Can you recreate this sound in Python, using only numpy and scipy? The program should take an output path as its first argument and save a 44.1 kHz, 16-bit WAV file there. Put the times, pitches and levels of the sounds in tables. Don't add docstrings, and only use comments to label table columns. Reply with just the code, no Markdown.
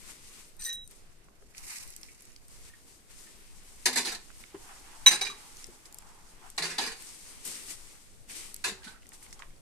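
import sys
import numpy as np
from scipy import signal
from scipy.fft import rfft, irfft, next_fast_len
from scipy.io import wavfile

SR = 44100
rng = np.random.default_rng(int(sys.argv[2]) if len(sys.argv) > 2 else 0)


def output_pcm(signal):
    pcm = np.clip(np.atleast_2d(signal).T, -1, 1) * 32767
    wavfile.write(sys.argv[1], SR, np.round(pcm).astype(np.int16))


def voltage_ratio(decibels):
    exponent = np.asarray(decibels, float) / 20
    return 10 ** exponent


N = 423779
TIME = np.arange(N) / SR
SIDES = np.array([[.5], [-.5]])


def rms_one(x):
    return x / np.sqrt(np.mean(x ** 2) + 1e-20)


def at_hz(points, hz):
    table_hz, values = np.array(points).T
    return np.interp(np.log(hz), np.log(table_hz), values)


def band(x, low_hz, high_hz):
    sos = signal.butter(2, [low_hz, min(high_hz, .45 * SR)], "band", fs=SR, output="sos")
    return signal.sosfilt(sos, x)


def drift(rate, db=None, at=TIME):
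    r = np.exp(-80 * np.pi * rate / SR)
    noise = rng.standard_normal(N // 40 + 2002)
    slow = rms_one(signal.lfilter([1], [1, -2 * r, r * r], noise)[2000:])
    values = slow if db is None else voltage_ratio(db * slow)
    return np.interp(at * (SR / 40), np.arange(len(slow)), values)


def grit(share, spread_db):
    sizes = voltage_ratio(spread_db * np.minimum(rng.exponential(1, N), 5)) * (rng.random(N) < share)
    return rms_one(rng.standard_normal((2, N)) * (sizes + 0.56))


def coloured(source, spectrum, patchy_db, likeness):
    size = next_fast_len(N)
    hz = np.arange(size // 2 + 1) * SR / size + 1e-3
    inside = (hz > spectrum[0][0]) * (hz < spectrum[-1][0])
    mid, side = rfft(source.astype(np.float32), size) * (voltage_ratio(at_hz(spectrum, hz)) * inside)
    alike = np.clip(at_hz(likeness, hz), 0, 1)
    pair = np.sqrt(1 + alike) * mid + np.sqrt(1 - alike) * side * [[1], [-1]]
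    pair = pair.astype(np.complex64)
    place = (np.log(np.maximum(hz, 120) / 120) / np.log(2.7)).astype(np.float32)
    out = 0
    for centre in range(6):
        part = pair * np.clip(1 - np.abs(place - centre), 0, 1)
        flicker = drift(9, db=patchy_db)
        if part.any():
            out = out + flicker * irfft(part, size)[:, :N]
    return rms_one(out)


def add(out, start_s, sound):
    i = round(start_s * SR)
    out[:, i:i + sound.shape[1]] += sound[:, :N - i]


# frequency in Hz, level in dB per Hz
AIR_COLOUR = [(7.1, -20), (12, 14), (28, -9.5), (59, -13), (128, -19), (342, -24.5), (1460, -30),
              (14900, -41.5)]
# frequency in Hz, left-right likeness
AIR_LIKENESS = [(60, -0.15), (240, 0.87), (930, 0.087), (3660, -0.58), (14400, -0.25)]
# time in seconds, level in dB
GUSTS = [(0, 5), (2.4, 4.5), (4.5, 5.5), (6.3, 6), (7.8, 5.5), (9.6, 8)]


def air():
    still = coloured(rng.standard_normal((2, N)), AIR_COLOUR, patchy_db=2.4, likeness=AIR_LIKENESS)
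    wind = signal.lfilter(*signal.butter(1, 110, fs=SR), still)
    gust = voltage_ratio(np.interp(TIME, *np.transpose(GUSTS)))
    return voltage_ratio(-54.5) * (still - wind + gust * wind)


def moves(rows):
    t = TIME[::32]
    power = 0
    for peak_s, db, swell_s, fade_s in rows:
        swings = np.where(t < peak_s, (peak_s - t) / swell_s, (t - peak_s) / fade_s)
        power = power + voltage_ratio(2 * (db - 20 * swings))
    return np.interp(TIME, t, power)


def out_of_step(x):
    turn_hz, alike, hollow = 1800, 0.22, 0.685
    turn = np.tan(np.pi * turn_hz / SR)
    turn = (turn - 1) / (turn + 1)
    x = x - hollow * signal.lfilter(*signal.butter(1, [2900, 3900], "band", fs=SR), x)
    left = signal.lfilter([0, turn, 1], [1, turn], x[0])
    right = alike * x[0] + np.sqrt(1 - alike ** 2) * x[1]
    return np.array([left, right])


# peak in seconds, peak level in dB, swell in seconds per 20 dB, fade in seconds per 20 dB
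HANDS = [(.106, -50.5, 0.26, 0.11), (.392, -54, 0.8, 0.2), (.91, -60.5, 0.026, 0.32),
         (2.5, -60.5, 0.031, 1.2), (2.69, -56, 0.28, 0.03), (2.885, -60.5, 0.054, 0.21),
         (3.11, -56, 0.031, 0.11), (3.19, -55.5, 0.1, 0.61), (3.7, -59, 0.74, 9.2),
         (4.404, -55, 0.033, 0.11), (4.62, -58, 0.063, 1.4), (5.62, -55, 1.3, 0.23),
         (5.858, -52, 0.0085, 0.029), (6.27, -75.5, .8, .6), (6.5, -61.5, 0.26, 0.049),
         (7.33, -59, 0.38, 0.33), (7.92, -58, 1.2, 0.36)]
WATER = [
    (1.575, -51.5, 0.049, 0.97),
    (1.72, -43.5, 0.14, 0.24),
    (2.04, -54, 0.016, 0.069),
    (2.33, -65.5, 3, 0.15),
    (2.4, -69, 0.093, .2),
]
FEET = [(7.016, -51.5, 0.098, 1.1), (7.468, -42.5, 0.048, 0.35), (7.708, -41.5, 0.064, 0.062),
        (7.78, -71.5, 0.034, 2.32), (8.3, -45.5, 0.022, 0.15), (8.365, -45.5, 0.068, 0.29),
        (8.46, -57, 0.2, 0.033), (8.6, -75, 0.17, 0.13), (8.888, -57.5, 0.15, 0.14),
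        (9.147, -56.5, 0.055, 0.078), (9.25, -57.5, .1, 0.097), (9.3, -66, 0.28, 1.2),
        (9.33, -67, 0.75, 0.15)]
SLOSH = [
    (4.55, -51, 0.012, 0.022),
    (4.71, -54.5, 0.21, 0.13),
    (4.93, -58, 0.24, 0.43),
    (5.4, -61, 0.58, 0.29),
    (6.08, -63, 0.79, 1.6),
    (6.47, -57.5, 0.16, 0.046),
    (8.92, -60, 0.33, 0.091),
    (9.43, -62, 0.43, 0.084),
]
# time in seconds, left-right in dB
PLACE = [(0.0, 3.5), (1.15, 0.5), (1.55, -2.5), (3.15, 3.5), (4.73, 0), (6.42, 0.5), (7.51, 2), (9.6, 1.5)]
# frequency in Hz, level in dB per Hz
HISS = [(1180, -24.5), (2000, -2), (2580, -2.5), (3390, -4), (4830, -1.5), (7100, -0.5), (8100, 0.5),
        (9550, -1.5), (14800, -14)]
# frequency in Hz, left-right likeness
LIKENESS = [(60, 0.33), (180, 0.65), (540, 0.43), (1610, 0.066), (4810, 0.05), (14400, 0.048)]


def rustle():
    hands, water, feet = moves(HANDS), moves(WATER), moves(FEET)
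    crunch_power = hands * voltage_ratio(2 * -11.5) + water * voltage_ratio(2 * -15.5) + feet * voltage_ratio(2 * -14)
    body_power = hands * voltage_ratio(2 * -15.5) + water * voltage_ratio(2 * -48) + feet * voltage_ratio(2 * -16)
    body_power = body_power + voltage_ratio(2 * -73)

    hiss = coloured(grit(0.33, spread_db=1.2), HISS, patchy_db=1.45, likeness=LIKENESS)
    crunch = coloured(grit(0.011, spread_db=3.5),
                      [(450, -28.0), (800, -1.5), (1100, -0.2), (2400, -5.5), (3300, -14.5)],
                      patchy_db=2.0, likeness=LIKENESS)
    body = coloured(rng.standard_normal((2, N)), [(90, -25.0), (170, -5.5), (400, -3.5), (800, -16.5)],
                    patchy_db=1.5, likeness=LIKENESS)
    slosh = coloured(rng.standard_normal((2, N)),
                     [(600, -17.5), (850, -5.5), (1050, -10.0), (1400, -13.0), (3600, -24)],
                     patchy_db=3.5, likeness=LIKENESS)

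    gravel = np.roll(hiss, SR, axis=1)
    glint = band(gravel, 7400, 10570) * [[0.6], [-1.1]]
    gravel = gravel + voltage_ratio(-6) * glint
    stream = drift(39, db=2) * out_of_step(np.roll(hiss, 2 * SR, axis=1))

    mix = np.sqrt(hands) * hiss + np.sqrt(water) * stream + np.sqrt(feet) * gravel
    mix = mix + np.sqrt(crunch_power) * crunch + np.sqrt(body_power) * body
    mix = mix + np.sqrt(moves(SLOSH)) * slosh
    pan_db = np.interp(TIME, *np.transpose(PLACE))
    return voltage_ratio(3.0 + SIDES * pan_db) * mix


def taps(rows, t60, splash_db, trim_db, width=1.35):
    out, t = np.zeros((2, N)), TIME[:SR // 6]
    for s, db, hz, pan_db in rows:
        puff = rms_one(band(rng.standard_normal((2, SR // 5)), hz / width, hz * width)[:, :len(t)])
        alike = np.clip(1 - hz / 1200, 0, 1) ** .5
        puff[1] += alike * (puff[0] - puff[1])
        shape = voltage_ratio(-60 * t / t60) * (1 - np.exp(-t * hz / 1.1)) ** 2
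        ring = np.sin(2 * np.pi * hz * t)
        add(out, s - .0008, voltage_ratio(db + trim_db + SIDES * pan_db) * shape * (ring + voltage_ratio(splash_db) * puff))
    return out


# start in seconds, peak level in dB, centre in Hz, left-right in dB
STEPS = [
    (7.452, -35, 8400, 3),
    (9.133, -48.5, 7090, -2),
    (9.228, -47.5, 8350, -4),
    (9.328, -46.5, 6820, -3),
    (9.393, -50.5, 6500, -4),
]


def steps():
    return taps(STEPS, t60=0.088, splash_db=16.5, trim_db=-16.5)


# start in seconds, peak level in dB, pitch in Hz, left-right in dB
HUMS = [
    (3.862, -30, 251.3, 0),
    (3.965, -35.5, 245.7, 0),
    (5.22, -40, 406, 0),
    (6.60, -33, 165.4, 0),
    (8.66, -37, 380, 1),
]


def hums():
    return taps(HUMS, t60=0.68, splash_db=-29, trim_db=-11.0)


# start in seconds,
# peak level in dB, pitch in Hz, left-right in dB
DROPS_AND_PEBBLES = [(0.5676, -43, 9000, 7), (0.877, -36, 9500, 8), (1.4247, -42, 1270, 12), (1.5487, -32, 2350, -3),
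                     (1.581, -27, 5700, -4), (1.7194, -35, 5700, -4), (1.7856, -30, 7660, -10), (1.877, -33, 8850, -1),
                     (1.9043, -30, 10100, 0), (1.9385, -37, 5400, 5), (1.9645, -27.5, 8000, -7),
                     (2.0326, -28.5, 5330, -7), (2.0694, -48, 2150, 0), (2.0857, -46, 2200, -4),
                     (2.2222, -35, 10000, 4), (2.363, -33.5, 4770, -2),
                     (4.303, -34, 1600, -8), (4.439, -32, 2230, -10), (5.57, -33, 6200, 5), (5.593, -46, 9150, 9),
           (5.643, -26.5, 5500, 6), (5.668, -37, 8850, 9), (5.8562, -36.5, 4930, -8),
           (5.926, -32.5, 7060, 2), (5.945, -28, 10000, 6), (5.986, -28, 7550, 4), (6.024, -37, 1280, -7),
           (6.5023, -30.5, 8220, 5), (8.544, -21, 9520, -3.5), (8.564, -27.5, 7800, -3.5),
           (9.0574, -39, 1980, -5), (9.0683, -39.5, 5960, 3), (9.0914, -35.5, 8700, 7),
           (9.12, -34.5, 1840, -2), (9.328, -35, 2130, -10), (9.3937, -32, 1090, 0), (9.422, -26, 1920, -7)]


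def drops_and_pebbles():
    return taps(DROPS_AND_PEBBLES, t60=0.01, splash_db=-0.5, trim_db=-6.5, width=1.73)


# start in seconds, peak level in dB, pitch in Hz, left-right in dB
KNOCKS = [
    (1.421, -50.5, 420, -5),
    (4.543, -31.5, 391, 2),
    (5.684, -39.5, 343, 3),
    (4.545, -34, 93, 4),
    (7.883, -47, 127, -2),
    (9.422, -52, 970, 4),
]


def knocks():
    return taps(KNOCKS, t60=0.077, splash_db=-3.5, trim_db=-1.5)


# start in seconds, peak level in dB, pitch in
# Hz, left-right in dB
BUMPS = [(3.859, -37, 657, 1), (3.86, -29.5, 2204, -2), (3.961, -37, 827, 5), (4.0494, -34, 4330, -3),
         (4.40, -52, 187, 0), (5.065, -16.5, 2270, -1), (5.07, -39, 193.6, 0.5), (6.58, -33, 807, -0.5),
         (6.625, -43, 415, -1), (6.783, -37, 276, -3), (6.784, -27, 867, -1), (6.784, -26.5, 3880, -1),
         (6.81, -37.5, 410, -2), (6.87, -38, 237, -2), (7.70, -49, 210, -2), (8.645, -46.5, 616, 2),
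         (8.70, -41.5, 201, -1), (8.86, -42, 219, -2), (8.87, -44, 1505, -7.5), (2.085, -50, 2230, 0.5),
         (8.92, -53, 1570, 0), (8.96, -53, 1595, -3), (5.066, -35, 664, -0.5), (5.065, -32, 1610, 5),
         (5.063, -31.5, 12830, 1), (6.585, -48, 380, 0), (8.876, -44, 3830, 2)]


def bumps():
    return taps(BUMPS, t60=0.12, splash_db=2, trim_db=-6.0, width=1.2)


# start in seconds, peak level in dB, centre in Hz, left-right in dB
SCRAPES = [
    (5.086, -24.5, 6500, -2),
    (7.543, -42, 6000, 0),
    (8.832, -48, 3000, -0.5),
    (9.123, -54, 1300, 2),
    (9.222, -60, 1800, 1.5),
    (9.39, -50, 1011, -2),
    (9.424, -55, 1510, -4),
]


def scrapes():
    return taps(SCRAPES, t60=.13, splash_db=24.5, trim_db=-27, width=1.5)


# start in seconds, peak level in dB, pitch in Hz, left-right in dB
TICKS = [(.6125, -35, 8050, 0), (.621, -32, 5700, -2), (.642, -26, 9000, -4), (.649, -30, 5230, -1),
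         (.665, -27, 7940, 2), (.701, -33, 5500, -3), (.729, -28.5, 6260, -3), (.912, -43, 11000, 4),
         (1.2843, -42.5, 1110, 1), (1.5676, -48, 7850, -1), (1.6429, -39, 8000, -1),
         (2.0141, -42, 9680, -2), (2.2077, -43, 7650, -3), (2.2535, -42, 7800, -5),
         (2.3189, -47.5, 6740, -10), (2.4825, -44, 8600, 0.5), (6.0224, -48, 9000, -5.5),
         (6.2793, -52.5, 1342, -2), (6.44, -50, 2990, -6), (6.567, -44.5, 7800, -0.5),
         (7.0232, -37, 9290, 8.5), (7.477, -31, 9000, 4.5), (7.555, -36, 6000, 7), (9.022, -50.5, 2750, 0),
         (9.0308, -46, 2030, 1), (9.226, -47, 1990, -4), (9.265, -43, 2200, -5), (9.3091, -47, 5210, -2),
         (9.328, -38.5, 5500, 1), (9.393, -44, 3200, 4), (9.401, -31, 1050, 0), (9.432, -34, 1061, 2),
         (9.5057, -48, 2190, -1.5), (9.5631, -52, 4750, 3), (1.7846, -39, 7900, -4),
         (8.5432, -38, 9550, -1)]


def ticks():
    return taps(TICKS, t60=0.017, splash_db=-2.0, trim_db=-4, width=1.74)


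# start in seconds, peak level in dB, pitch in Hz, left-right in dB
TREMBLES = [(5.064, -28, 2160, -4), (5.212, -29, 4740, -3), (5.213, -31.5, 2300, -9),
            (5.249, -32.5, 4840, -6), (5.268, -28, 2390, 1), (5.30, -41, 1197, -12), (6.58, -41.5, 879, -3),
            (6.581, -33, 4600, -4), (6.784, -26.5, 4730, -4), (6.875, -40, 1880, -8), (8.70, -43, 3860, 4),
            (8.82, -54, 1610, -9), (8.878, -50, 3920, 5), (8.89, -46, 1524, -1), (8.945, -52.5, 1330, 0)]
BRUSHES = [
    (2.70, -55, 1830, 6),
    (2.736, -50, 1840, -1),
    (3.27, -56.5, 1800, -11),
]


def trembling_glass():
    return taps(TREMBLES + BRUSHES, t60=0.087, splash_db=-9, trim_db=-1.0)


# start in seconds, peak level in dB, pitch in Hz, left-right in dB
CLINKS = [(3.859, -23.5, 4040, -3), (3.859, -27, 4970, -7), (3.861, -30, 1680, -2), (3.961, -27, 1790, -2),
          (3.972, -29, 4200, 0), (3.973, -25, 7550, 0), (4.07, -32, 4010, -4), (4.078, -35, 1770, -2),
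          (5.063, -22, 2940, 4), (5.064, -26, 1002, 5), (5.216, -32.5, 800, 2), (5.317, -39, 1140, 1),
          (6.58, -26.5, 4180, -3.5), (6.581, -29.5, 1910, -2), (6.624, -27.5, 4100, 6),
          (6.625, -28.5, 4660, -4), (6.624, -41, 1880, -5), (6.642, -30, 4680, 0), (6.651, -35, 6040, 0),
          (6.786, -35, 1870, 1), (6.80, -31, 4370, 2), (6.865, -33, 4750, 4), (6.88, -45, 5980, -2),
          (8.643, -29.5, 1615, 6), (8.645, -46, 4900, 0), (8.66, -40, 2550, -2)]


def clinks():
    return taps(CLINKS, t60=0.065, splash_db=-1, trim_db=-3.0, width=1.12)


# start in seconds, level in dB, place on the rim in rad, hardness in dB per mode order
TOUCHES = [(0.593, -47.5, 0.48, -1), (0.621, -57, 1.54, 16.5), (0.6495, -38, 1.46, 1.5),
           (0.6664, -37, 0.46, -3.5), (0.693, -35.5, 0.62, -6.5), (0.699, -44.5, 1.01, -6.5),
           (0.7294, -44, 1.1, -1), (0.7594, -52, 1.17, -11), (0.7994, -58, 1.17, -14),
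           (0.844, -63.5, 0.21, 0.5), (0.8714, -78, 0.52, 6), (5.0632, -15.5, 0.83, -5.5),
           (5.075, -16, 0.84, -6.5), (5.084, -22, 0.94, 6), (5.0944, -23.5, 0.53, -12),
           (5.1203, -36, 1.34, -3.5), (5.167, -66, 1.46, 6), (5.215, -36, 0.78, -5.5),
           (5.245, -49, 0.71, -15), (5.2894, -49, 1, -2), (5.3244, -59, 0.36, -8), (5.3714, -76, 1.35, -5)]
SAUCER_HZ = [1857, 3866, 6021, 6106, 8488, 8730, 11240, 12320]
# level in dB, decay factor, left lead in rad, roughness
SAUCER_MODES = [(-18.5, 1.9, .3, 0.93), (0.5, 3.2, 0.99, 0.041), (-7, 1.4, 0.76, 0.29),
                (-2.5, 1.3, 1.6, 0.42), (-4, 0.66, 1.9, 0.7), (-5.5, 1.2, 1, 1.4), (-21.5, 0.15, 1.3, 0.6),
                (-13.5, 0.56, 1.3, 1.8)]
ORDERS = [2, 3, 4, 4, 5, 5, 5, 5]
# time in seconds, loss in dB
GRIP = [(.7, -3.5), (.745, 3), (.82, 29), (5.06, 1), (5.1, 14), (5.3, 7)]


def saucer():
    touches = np.array(TOUCHES)
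    start_s, touch_db, rim_rad, hardness = touches.T
    last = np.searchsorted(start_s - .002, TIME) - 1
    age = TIME - start_s[last] + .002
    live = (age > 0) & (age < .2)
    t, age, last = TIME[live], age[live], last[live]
    smooth = np.exp(-1 / (0.0014 * SR))
    out = np.zeros((2, N))
    for hz, (db, factor, lead, rough), order in zip(SAUCER_HZ, SAUCER_MODES, ORDERS):
        reach = np.abs(np.cos(order * rim_rad)) + .05
        struck_db = touch_db + hardness * (order - 3.5) + 20 * np.log10(reach)
        phase = np.cumsum(rng.standard_normal(len(touches)))
        kick = np.exp(1j * (0.34 + rough) * phase)[last]
        rubbing = rough * (drift(70, at=t) + 1j * drift(70, at=t)) / np.sqrt(2)
        choke_db = np.interp(t, *np.transpose(GRIP)) * (order == min(ORDERS))
        decay_db = 60 * age / (factor * 0.4)
        swing = voltage_ratio(struck_db[last] + db - choke_db - decay_db) * (kick + rubbing)
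        swing = signal.lfilter([1 - smooth], [1, -smooth], swing)
        out[:, live] += np.real(swing * np.exp(1j * (2 * np.pi * hz * t + SIDES * lead)))
    return out * voltage_ratio(6.5)


# start in seconds, peak level in dB, chatter t60 in seconds, left-right in dB
CLASHES = [
    (3.857, -8, 0.13, 2),
    (3.929, -19.5, 0.086, -1),
    (3.9584, -13.5, 0.15, -3),
    (3.9724, -14, 0.2, 0),
    (4.0493, -21, 0.25, 3),
    (4.0709, -20, 0.18, -3),
    (4.1177, -21.5, 0.099, -1.5),
    (4.1494, -18, 0.024, -1),
]
GLASS_DOWNS = [
    (6.5783, -16.5, 0.14, 0.5),
    (6.6223, -19, 0.35, -1),
    (6.6506, -25, 0.15, 5),
    (6.7004, -23.5, 0.26, 0.5),
    (6.782, -14, 0.12, -1.5),
    (6.8064, -20, 0.39, 0.5),
    (6.8627, -23, 0.21, -3),
    (6.9178, -25, 0.064, 2),
]
JOLTS = [
    (8.6413, -13.5, 0.19, -0.5),
    (8.6778, -21, 0.15, 2),
    (8.8431, -30, 0.11, -0.5),
    (8.8777, -40.5, 0.29, -4),
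]
DRAGS = [
    (.594, -41, 0.41, -5),
    (.62, -39, 0.14, 2),
    (.649, -35, 0.15, -3),
    (.664, -32.5, 0.13, 7),
    (.70, -34, 0.076, -1.2),
    (.729, -39, 0.051, 5),
]
SET_DOWNS = [
    (5.062, -5.5, 0.069, -4.5),
    (5.11, -13.5, 0.24, -0.5),
    (5.212, -13, 0.061, -1.5),
    (5.25, -22, 0.14, -4),
    (5.30, -33.5, 0.099, 12),
]
# frequency in Hz, level in dB per Hz
TRAY_COLOUR = [(71, -45), (120, -6), (238, -5.5), (419, 2), (556, -11), (799, -7), (1830, 4.5), (3200, 1.5),
               (4300, 1), (9930, -8), (13700, -25.5), (14900, -42)]
# frequency in Hz, width in Hz, level in dB
TRAY_PEAKS = [(250, 15, -8), (404, 25, -7), (818.6, 110, 6.5), (1730, 39, 5), (4100, 60, 3.5),
              (4790, 50, 1.5)]
# frequency in Hz, width in Hz, share removed
TRAY_HOLLOWS = [(3250, 200, .7), (5500, 250, 0.35)]


def tray():
    t = TIME[:SR // 9]
    hz = 140 + 14500 * ((np.arange(400) + rng.random(400)) / 400) ** 1.6
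    level = voltage_ratio(at_hz(TRAY_COLOUR, hz)) * (hz / 1000) ** 0.66
    for peak_hz, width_hz, db in TRAY_PEAKS:
        level *= 1 + voltage_ratio(db - 3.5) / (1 + ((hz - peak_hz) / width_hz) ** 2)
    for hollow_hz, width_hz, share in TRAY_HOLLOWS:
        level *= 1 - share / (1 + ((hz - hollow_hz) / width_hz) ** 2)
    low = hz < 1100
    level /= np.where(low, np.linalg.norm(level[low]), np.linalg.norm(level[~low]))

    t60 = 0.1 * (hz / 2000) ** -.4
    phase = rng.uniform(0, 2 * np.pi, 400)
    lead = np.minimum(hz / 1800, 1.6) * rng.standard_normal(400)
    rings = voltage_ratio(-60 * t / t60[:, None]) / np.sqrt(t60 * SR / 28)[:, None]
    ears = []
    for side in (.6, -.6):
        angle = 2 * np.pi * hz[:, None] * t + (phase + side * lead)[:, None]
        ears.append(rings * np.sin(angle.astype(np.float32)))

    out, contacts, span = np.zeros((2, N)), grit(.1, spread_db=3.0)[0], TIME[:SR // 3]
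    kinds = [(CLASHES, -21, 1.26), (GLASS_DOWNS, -21.5, -1), (JOLTS, -22.5, -0.35),
             (DRAGS, -32, 1.4), (SET_DOWNS, -23, -0.46)]
    for rows, boom_db, bright_db in kinds:
        for s, db, chatter_s, pan_db in rows:
            chatter = voltage_ratio(-60 * span / chatter_s)
            crack = 0.31 * np.exp(-span / 0.0016)
            rattle = 0.05 * voltage_ratio(-24 * span / chatter_s)
            i = round(s * SR)
            force = contacts[i:i + len(span)] * (chatter + crack + rattle) * (1 - np.exp(-span / 0.0011))
            low_db = boom_db + 9.0 - 0.96 * max(db + 9.5, 0)
            tilt_db = np.where(low, low_db, bright_db * np.log2(hz / 3500))
            spot = rng.standard_normal(400)
            drive = level * voltage_ratio(tilt_db + 1.2 * np.abs(spot)) * np.sign(spot)
            body = np.array([drive @ ear for ear in ears])
            sound = signal.fftconvolve(force[None], body, axes=1)
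            add(out, s - .002, voltage_ratio(db - 12.0 + SIDES * pan_db) * sound)
    return out


def rock(x):
    t = TIME[:SR // 3]
    wash = band(rng.standard_normal((2, len(t))), 200, 6400) * voltage_ratio(-60 * t / 0.31) * (t > .004)
    return signal.fftconvolve(x, wash / np.sqrt(np.sum(wash ** 2) / 2), axes=1)[:, :N]


def scene():
    ground = air() + rustle() + steps() + hums()
    hits = drops_and_pebbles() + knocks() + bumps() + scrapes() + ticks()
    hits = hits + trembling_glass() + clinks() + tray()
    ring = saucer()
    return hits + ring + voltage_ratio(-16) * rock(hits + .5 * ring) + ground


# frequency in Hz, left-right in dB
PORTS = [(600, -0.5), (1800, -4.5), (3300, 1), (5300, -3), (7000, 1), (8800, 7.5), (10000, 2), (13000, 5)]


def ports(x):
    size = next_fast_len(N)
    hz = np.arange(size // 2 + 1) * SR / size + 1
    return irfft(rfft(x, size) * voltage_ratio(SIDES * at_hz(PORTS, hz)), size)[:, :N]


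def band_limit(x):
    return signal.sosfilt(signal.butter(12, 15100, fs=SR, output="sos"), x)


def record(dry):
    heard = ports(dry)
    rounded = heard / (1 + (heard / .76) ** 6) ** (1 / 6)
    mix = signal.sosfilt(signal.cheby2(10, 50, 15250, fs=SR, output="sos"), rounded)
    mix = signal.lfilter(*signal.butter(1, 21, "high", fs=SR), mix)
    return band_limit(mix)


dry = scene()
out = record(dry)
output_pcm(out)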